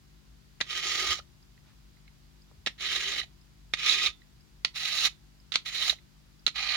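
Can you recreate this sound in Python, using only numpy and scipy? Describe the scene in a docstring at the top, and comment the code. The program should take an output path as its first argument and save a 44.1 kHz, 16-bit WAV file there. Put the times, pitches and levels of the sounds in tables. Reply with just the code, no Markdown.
'''A small room: over a table, a steel knife is pulled six times through a hand-held plastic sharpener.
Each time the blade knocks into a slot (crack and thud), then rasps under growing pressure: grainy noise
drives resonances of blade and housing. The edge catches with short squeaks; after four pulls the freed
blade rings faintly. Rattles, taps, rumbles, hum, air noise and a soft tick about once a second lie beneath.
Two microphone ports colour the contact sounds differently on left and right.'''
import sys
import numpy as np
from scipy import signal
from scipy.fft import rfft, irfft, next_fast_len
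from scipy.io import wavfile
from scipy.ndimage import uniform_filter1d

SR = 44100
rng = np.random.default_rng(int(sys.argv[2]) if len(sys.argv) > 2 else 0)


def wav_record(signal):
    """Record a signal, one row per channel, as 16-bit PCM in the file named by sys.argv[1]."""
    frames = np.transpose(np.atleast_2d(signal))
    bounded = np.clip(frames, -1, 1)
    # unit amplitude maps onto the largest positive 16-bit level
    quanta = np.round(bounded * 32767).astype(np.int16)
    wavfile.write(sys.argv[1], SR, quanta)


N = 298116
TIME = np.arange(N) / SR

# pulls: (full bite t/s, tip reached t/s, attack/s, tip length/s, heel level/dB, near-tip level/dB,
#         chatter re rasp/dB, hiss re rasp before trim/dB)
PULLS = [ (0.705, 1.131, 0.053, 0.064, -38, -31.5, -10.5, -1),
         (2.809, 3.199, 0.03, 0.046, -37.5, -33.5, -9, -6),
         (3.794, 4.072, 0.064, 0.035, -42, -32, -3, -2.5), (4.761, 5.07, 0.022, 0.011, -39, -32, -1, -1),
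         (5.66, 5.906, 0.011, 0.034, -39.5, -33.5, -4, -3.5),
         (6.559, 6.758, 0.017, .04, -39, -36, -1.5, -5), ]
# hand leans in or eases off, one row per pull: (t/s, pressure change/dB, length/s)
LEANS = [(0.816, -3.5, 0.024), (2.932, 3.5, 0.056), (3.887, 9, 0.062), (4.92, -2, 0.058),
         (5.718, -6, 0.015), (6.584, 1, .02)]
# spectrum of the landing or catching edge: (f/Hz, density/dB per Hz)
IMPACT = [(60, 1.5), (200, -18.5), (600, -18), (950, -14), (1250, 2.5), (1550, -3.5), (2100, 1.5),
          (3400, 5), (5200, -0.5), (7000, -5), (8200, -6.5), (12000, -34), (16000, -30.5)]
# left-right correlation of contact noise, clipped to +-1: (f/Hz, correlation)
CONTACT_LIKENESS = [(200, 0.5), (1300, 1.06), (2200, 0.72), (3000, -0.75), (4200, 1), (7000, 0)]


def from_db(db):
    """Decibels to gain."""
    return 10 ** (np.asarray(db) / 20)


def rms_one(x):
    """Scale to unit power."""
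    return x / np.sqrt(np.mean(x ** 2) + 1e-20)


def at_hz(points, hz):
    """Interpolate a table on a log-frequency axis."""
    f, value = np.transpose(points)
    return np.interp(np.log(np.maximum(hz, 1)), np.log(f), value)


def panned(db):
    """Left and right gains, averaging 1, for a level difference."""
    gains = from_db(np.array([db, -db]) / 2).reshape(2, -1)
    return gains / gains.mean(axis=0)


def cut(x, hz, kind, order=2):
    """Butterworth filter."""
    return signal.sosfilt(signal.butter(order, hz, kind, fs=SR, output="sos"), x)


def resonate(x, hz, width_hz):
    """One two-pole resonance, gain about 1 on top."""
    r = np.exp(-np.pi * width_hz / SR)
    zeros = np.array([1, 0, -1]) * (1 - r * r) / 2
    poles = [1, -2 * r * np.cos(2 * np.pi * hz / SR), r * r]
    return signal.lfilter(zeros, poles, x)


def peaks(x, rows):
    """Chain of peaks and notches: (f/Hz, width/Hz, gain/dB)."""
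    for hz, width_hz, db in rows:
        a, k = from_db(db / 2), np.pi * width_hz / SR
        c = -2 * np.cos(2 * np.pi * hz / SR)
        x = signal.lfilter([1 + k * a, c, 1 - k * a], [1 + k / a, c, 1 - k / a], x)
    return x


def colour(x, spectrum, size=2048):
    """Causal (minimum-phase) filter with the given spectrum and unit power gain."""
    magnitude = from_db(at_hz(spectrum, np.fft.rfftfreq(size, 1 / SR)))
    cepstrum = irfft(np.log(magnitude))
    folded = np.r_[cepstrum[0], 2 * cepstrum[1:size // 2]]
    response = irfft(np.exp(rfft(folded, size)))
    response = response[None] / np.linalg.norm(response)
    return signal.oaconvolve(x, response, axes=1)[:, :x.shape[1]]


def drift(per_s):
    """Random walk between per_s independent points a second, unit power."""
    return rms_one(np.interp(TIME * per_s, np.arange(N), rng.standard_normal(N)))


def noise_pair(likeness, count=N):
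    """White stereo noise with the tabled left-right correlation."""
    size = next_fast_len(count, True)
    alike = np.clip(at_hz(likeness, np.fft.rfftfreq(size, 1 / SR)), -1, 1)
    mid, side = rfft(rng.standard_normal((2, size)))
    mid = mid * np.sqrt((1 + alike) / 2)
    side = side * np.sqrt((1 - alike) / 2)
    return irfft(np.array([mid + side, mid - side]), size)[:, :count]


def add(out, s, sound):
    """Mix a short sound in at time s."""
    i = int(s * SR)
    out[:, i:i + sound.shape[1]] += sound[:, :N - i]


def swells(rows):
    """Sum of Gaussian level bumps: (t/s, level/dB, length/s)."""
    return sum(from_db(db) * np.exp(-((TIME - s) / length) ** 2) for s, db, length in rows)


def pressure_db(t, pull, lean):
    """The edge bites, bears down harder from heel to tip, then the tip slides out lightly and lifts off."""
    bite_rise_db = 23
    tip_drop_s, tip_drop_db, tip_fade_db = 0.018, 10.5, 6
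    bite_s, tip_s, attack_s, length_s, heel_db, tip_db = pull[:6]
    lean_s, lean_db, lean_length_s = lean
    hold = np.interp(t, [bite_s, tip_s], [heel_db, tip_db])
    hold = hold + lean_db * np.exp(-((t - lean_s) / lean_length_s) ** 2)
    attack = bite_rise_db * np.maximum(bite_s - t, 0) / attack_s
    drop = tip_drop_db * np.clip((t - tip_s) / tip_drop_s, 0, 1)
    fade = tip_fade_db * np.clip((t - tip_s) / length_s, 0, 1)
    lift = LIFT_DB * np.maximum(t - tip_s - length_s, 0) / LIFT_S
    return hold - attack - drop - fade - lift


LIFT_S, LIFT_DB = 0.011, 34


def grit(per_s, spread_db, bed, judder_db):
    """Friction force: abrasive grains of uneven size snap past the edge, in clumps as the blade judders."""
    sizes = from_db(spread_db * np.minimum(rng.exponential(1, N), 4))
    hits = sizes ** 2 * (rng.random(N) < per_s / SR)
    snaps = signal.lfilter([1], [1, -.93], hits)
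    power = snaps / snaps.mean() + bed
    judder = from_db(judder_db * drift(110))
    return rms_one(noise_pair(CONTACT_LIKENESS) * np.sqrt(power) * judder)


def scraping():
    """Friction drives blade and housing; pressing harder adds chatter of the edge and hiss."""
    # sliding edge: (f/Hz, density/dB per Hz)
    slide_spectrum = [(60, -15.5), (200, -18.5), (400, -13), (950, -15.5), (1500, -6), (2000, 1.5),
                      (3000, 5.5), (4600, -1), (6000, -5), (7200, -7.5), (8100, -11.5), (8600, -12.5),
                      (11500, -29), (16000, -24.5)]
    # blade and housing modes in contact: (f/Hz, width/Hz, level before trim/dB)
    body_modes = [(371, 110, 0.5), (716, 130, -3), (1215, 53, 3.5), (1254, 170, 4.5), (1610, 130, -2),
                  (1960, 280, -4.5), (2190, 70, -3.5), (2525, 160, -13.5), (3052, 150, 3.5),
                  (3260, 90, -3.5), (4560, 190, -19), (4985, 98, -2.5), (5700, 151, 0.5), (6660, 670, 0.5)]
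    # blade's seat, one row per pull: (chatter f/Hz, slot f/Hz, slot/dB, handle boom/dB, shell hollow/dB,
    #                                  blade flexing/dB, finest grit/dB, left-right/dB)
    seats = [(3800, 3280, 3.5, 11, 4, 9, 1.5, 0), (4000, 3700, 3.5, 6, 1, 2.5, 4, 1),
             (3590, 2500, 8, 6, 2, 6, -0.5, 1), (3930, 2650, 6, -3.5, 6, 4.5, 8, 0.5),
             (3940, 3800, 2.5, -2.5, 4, 2, 8.5, 0.5), (4160, 2460, 7, -13, 13.5, 5.5, 3, -2)]
    mode_trim_db, hiss_trim_db = -3.5, 1.5
    chatter_per_db, hiss_per_db = .5, 0.45  # extra dB per dB of pressure above the heel-tip mean
    housing_hz, housing_db, housing_peak_share = 902, 0.5, 0.98  # low voice fullest late in the pull

    force = grit(per_s=1600, spread_db=-1.5, bed=1.0, judder_db=1.5)
    plain = colour(force, slide_spectrum)
    rough = plain
    # contact point travels along the blade: each mode swells and fades on its own
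    for hz, width_hz, db in body_modes:
        mode_gain = from_db(db + mode_trim_db + 4.75 * drift(35))
        rough = rough + mode_gain * resonate(plain, hz, width_hz)
    rasp = rms_one(cut(rough, 3610, "low", order=6))
    hiss = rms_one(cut(rough, 4250, "high", order=6))
    # low-passed forwards and backwards: stays in phase with the rasp
    housing = cut(cut(rasp, housing_hz, "low")[:, ::-1], housing_hz, "low")[:, ::-1]
    slips = rng.standard_normal((2, N)) * np.abs(force) * from_db(1.5 * drift(60))

    out = np.zeros((2, N))
    for pull, lean, seat in zip(PULLS, LEANS, seats):
        bite_s, tip_s, attack_s, length_s, heel_db, tip_db, chatter_db, hiss_db = pull
        chatter_hz, slot_hz, slot_db, boom_db, hollow_db, flex_db, fine_db, pan_db = seat
        span = (TIME > bite_s - attack_s) & (TIME < tip_s + length_s + LIFT_S)
        t = TIME[span]
        rasp_db = pressure_db(t, pull, lean)
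        extra_db = pressure_db(np.clip(t, bite_s, tip_s), pull, lean) - (heel_db + tip_db) / 2
        travel = np.clip((t - bite_s) / (tip_s - bite_s), 0, 1)
        low = from_db(housing_db - 6 * (travel - housing_peak_share) ** 2) - 1
        chatter = resonate(slips[:, span], chatter_hz, 800)
        chatter = rms_one(resonate(chatter, chatter_hz, 1000))
        sound = rasp[:, span] + low * housing[:, span]
        sound = sound + from_db(chatter_db + chatter_per_db * extra_db) * chatter
        sound = sound + from_db(hiss_db + hiss_trim_db + hiss_per_db * extra_db) * hiss[:, span]
        seat_peaks = [(slot_hz, 400, slot_db), (365, 130, boom_db), (760, 450, hollow_db),
                      (1250, 130, flex_db), (12000, 7000, fine_db)]
        add(out, t[0], peaks(sound * from_db(rasp_db), seat_peaks) * panned(pan_db))
    return out


def crunch(t60, hold=0.0023, count=4096):
    """One contact: a cluster of tiny collisions, as a noise burst that holds briefly and dies away."""
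    t = TIME[:count]
    rise = np.minimum(t / 0.00145, 1)
    decay = np.exp(-np.log(1000) * np.maximum(t - hold, 0) / t60)
    return noise_pair(CONTACT_LIKENESS, count) * rise * decay


def attack_one(x, size=176):
    """Scale so that the loudest 4 ms have unit power."""
    return x / np.sqrt(uniform_filter1d(np.mean(x ** 2, axis=0), size).max())


def knocks():
    """The edge lands on the abrasive with a bright crack and pushes the housing once, with a thud."""
    # drops into a slot: (t/s, level before trim/dB, ring f/Hz, ring/dB, thud re crack before trim/dB,
    #                     left-right/dB, t60/s)
    drops = [(0.6034, -27, 1910, 18, -18.5, 22, 0.059), (0.61, -16.5, 3100, -3, -16.5, -2, 0.024),
             (2.6609, -20, 3930, 0.5, -26, -2.5, 0.045), (2.6704, -18, 2070, 10, -13.5, 3.5, 0.039),
             (3.7357, -15, 1980, 3.5, -20, -1, 0.033), (4.647, -11.5, 4000, 1.5, -25.5, -0.5, 0.014),
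             (5.519, -24.5, 3850, -1, -23.5, -3.5, 0.077), (5.538, -23.5, 3900, 0, -28, 1, 0.12),
             (5.5554, -9.5, 4140, 8, -25.5, 4.5, 0.015), (6.4645, -12, 4210, 14.5, -35.5, 1, 0.019),
             (6.4758, -20.5, 4080, 0, -18, 5, 0.045)]
    # housing's answer to a blow: (f/Hz, density/dB per Hz)
    thud_spectrum = [(50, -3), (170, 6.5), (400, 9), (700, 7.5), (950, 5.5), (1250, 0.5), (1600, -1.5),
                     (2600, -40.5)]
    knock_trim_db, thud_trim_db = -6.5, 5.5
    out = np.zeros((2, N))
    thud = attack_one(colour(signal.unit_impulse(4096, 30)[None], thud_spectrum))
    for s, db, ring_hz, ring_db, thud_db, pan_db, t60 in drops:
        crack = cut(colour(crunch(t60), IMPACT), 1110, "high", order=3)
        crack = attack_one(peaks(crack, [(ring_hz, 800, ring_db)]))
        knock = crack + from_db(thud_db + thud_trim_db) * thud
        add(out, s, from_db(db + knock_trim_db) * knock * panned(pan_db))
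    return out


def catches():
    """The edge sticks, then lets go with a brief squeak; bite and chance snags scale with the pressure."""
    # hardest catches: (t/s, level before trim/dB)
    hard_catches = [(1.098, -25), (2.925, -22), (3.894, -10.5), (3.92, -24), (3.947, -23), (4.059, -12),
                    (4.967, -26), (5.049, -13.5), (5.8952, -11.5)]
    snags_per_pull, trim_db = 4, -11.5
    bite_snag_db, snag_db, snag_spread_db = 10, -2, 5  # re pressure level, before trim
    out, events = np.zeros((2, N)), list(hard_catches)
    for pull, lean in zip(PULLS, LEANS):
        events.append((pull[0], pressure_db(pull[0], pull, lean) + bite_snag_db))
        for s in rng.uniform(pull[0], pull[1], snags_per_pull):
            chance_db = snag_db + snag_spread_db * rng.standard_normal()
            events.append((s, pressure_db(s, pull, lean) + chance_db))
    for s, db in events:
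        squeak = colour(crunch(t60=.026, hold=0.0041), IMPACT)
        squeak = peaks(squeak, [(3860, 480, 14.3)])
        add(out, min(s, TIME[-1]), from_db(db + trim_db) * attack_one(squeak))
    return out


def blade_ring():
    """Out of the slot nothing damps the steel: decaying sines at its free modes."""
    # blade springs free: (t/s, level/dB)
    releases = [(3.21, -66), (4.075, -47.5), (5.078, -56.5), (5.905, -55.5)]
    # free-blade modes: (f/Hz, level/dB, t60/s)
    blade_modes = [(1290, -13, .35), (2030, -20, .4), (2750, -12, .2), (3440, -13, .26), (3548, 0, .32),
                   (5475, -15, .15)]
    out, t = np.zeros((2, N)), TIME[:SR // 2]
    ring = 0
    for hz, db, t60 in blade_modes:
        ring = ring + from_db(db) * np.sin(2 * np.pi * hz * t) * np.exp(-np.log(1000) * t / t60)
    for s, db in releases:
        add(out, s, from_db(db) * ring[None])
    return out


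def ticks():
    """Small contacts (knife rattles, plastic taps, a steady tick) ring briefly in the modes touched."""
    # knife rattles lightly in its handle: (t/s, level before trim/dB)
    rattles = [(1.575, -57), (1.968, -61), (2.077, -51), (2.784, -48), (3.213, -31), (4.216, -53),
               (5.984, -52)]
    # rattle modes: (f/Hz, width/Hz, level/dB)
    handle_modes = [(1980, 260, 2.5), (2480, 200, -3.5), (3970, 220, -4)]
    # dull taps of the settling plastic: (t/s, level before trim/dB, ring f/Hz)
    taps = [(1.188, -42, 585), (1.196, -40.5, 1280), (2.512, -54, 486), (3.234, -50.5, 670),
            (5.924, -40, 584)]
    trim_db = -5.0
    out = np.zeros((2, N))
    events = [(s, db, handle_modes) for s, db in rattles]
    events += [(s, db, [(hz, 190, 0)]) for s, db, hz in taps]
    # faint steady tick, perhaps a clock
    for s in np.arange(1.425, TIME[-1], .9935):
        events.append((s, -55.5, [(4950, 210, 0)]))
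    for s, db, modes in events:
        touch = crunch(t60=.014)
        ring = 0
        for hz, width_hz, mode_db in modes:
            mode = resonate(resonate(touch, hz, width_hz), hz, 3 * width_hz)
            ring = ring + from_db(mode_db) * mode
        add(out, s, from_db(db + trim_db) * attack_one(ring))
    return out


def handling():
    """Dull rumbles of the table, and skin brushing over the plastic handle: band noise in swells."""
    # sharpener nudges the table: (t/s, level/dB, length/s)
    nudges = [(1.10, -49, 0.039), (1.18, -56, 0.056), (2.604, -56.5, 0.1), (3.23, -53.5, 0.027),
              (4.1, -55, 0.034)]
    # hand shifts its grip: (t/s, level/dB, length/s)
    grips = [(1.69, -66, 0.047)]
    rumble = rms_one(cut(rng.standard_normal(N), [48, 85], "band", order=3))
    brush = rms_one(cut(noise_pair(CONTACT_LIKENESS), [600, 3800], "band"))
    return swells(nudges) * rumble + swells(grips) * brush


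def background():
    """Steady room noise; sines of mains hum, a far motor and a thin whine, wavering in phase."""
    # room noise: (f/Hz, density/dB per Hz)
    air_spectrum = [(25, -17.5), (38, -7.5), (52, 2), (80, -11), (140, -10.5), (220, -25.5), (350, -21),
                    (480, -29), (1000, -27), (2200, -29), (4600, -29), (7300, -34), (8200, -39),
                    (16000, -39.5)]
    # its left-right correlation: (f/Hz, correlation)
    air_likeness = [(50, 1), (110, 0.76), (250, 0.093), (1000, 0), (4000, 0)]
    # its balance: (f/Hz, left-right/dB)
    air_balance = [(60, 4.5), (110, -5.5), (200, 13), (380, 12), (700, 3), (1300, 0.5), (2400, 1),
                   (4400, -8.5), (8100, 9), (15000, -1)]
    # hum and whine: (f/Hz, rms level/dB, left-right/dB)
    hum_lines = [(50.0, -62, -2), (120.5, -72.5, 6), (150, -67, 27.5), (200.3, -71.5, 37.5),
                 (248.7, -76.5, 19), (296, -80, 19.5), (350, -83, 13), (4800, -85.5, -1.5)]
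    air_db = -59.5
    hz = np.fft.rfftfreq(N, 1 / SR)
    shape = from_db(at_hz(air_spectrum, hz)) * panned(at_hz(air_balance, hz))
    air = rms_one(irfft(rfft(noise_pair(air_likeness)) * shape, N))
    hum = 0
    for f, db, pan_db in hum_lines:
        tone = np.sqrt(2) * np.sin(2 * np.pi * f * TIME + 0.23 * drift(9.1))
        hum = hum + from_db(db) * tone * panned(pan_db)
    return from_db(air_db) * air + hum


def room(x, t60, wet_db, near_t60, near_db, wall_hz):
    """Quick reflections off table and wall plus a longer tail: decaying low-passed noise responses."""
    t, response = TIME[:SR // 2], 0
    for decay, db in ((t60, wet_db), (near_t60, near_db)):
        echoes = rng.standard_normal((2, len(t))) * np.exp(-np.log(1000) * t / decay) * (t > .003)
        echoes = cut(echoes, min(wall_hz, .45 * SR), "low")
        energy = np.sum(echoes ** 2) / 2 * SR / (2 * wall_hz)
        response = response + from_db(db) * echoes / np.sqrt(energy)
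    return x + signal.fftconvolve(x, response, axes=1)[:, :N]


def scene():
    """Contacts sound through the room and the two ports; handling and background join unfiltered."""
    # microphone port resonances and notches: (f/Hz, width/Hz, gain/dB)
    left_port = [(4340, 650, -8), (3530, 1500, -3.5), (8035, 510, -19.5)]
    right_port = [(1510, 160, -4), (1995, 306, 6), (3910, 1220, 9), (6790, 540, -9), (8190, 980, -29.5)]
    contacts = scraping() + knocks() + catches() + ticks() + blade_ring()
    left, right = room(contacts, t60=0.15, wet_db=-12.5, near_t60=0.039, near_db=-11, wall_hz=11900)
    ported = np.array([peaks(left, left_port), peaks(right, right_port)])
    return ported + handling() + background()


def record(dry):
    """The deepest rumble is dropped, the loudest peaks are rounded and the top is cut."""
    rounded = np.tanh(cut(dry, 35.9, "high", order=6))
    top_cut = signal.ellip(12, .1, 70, 15950, fs=SR, output="sos")
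    return signal.sosfilt(top_cut, rounded)


dry = scene()
out = record(dry)
wav_record(out)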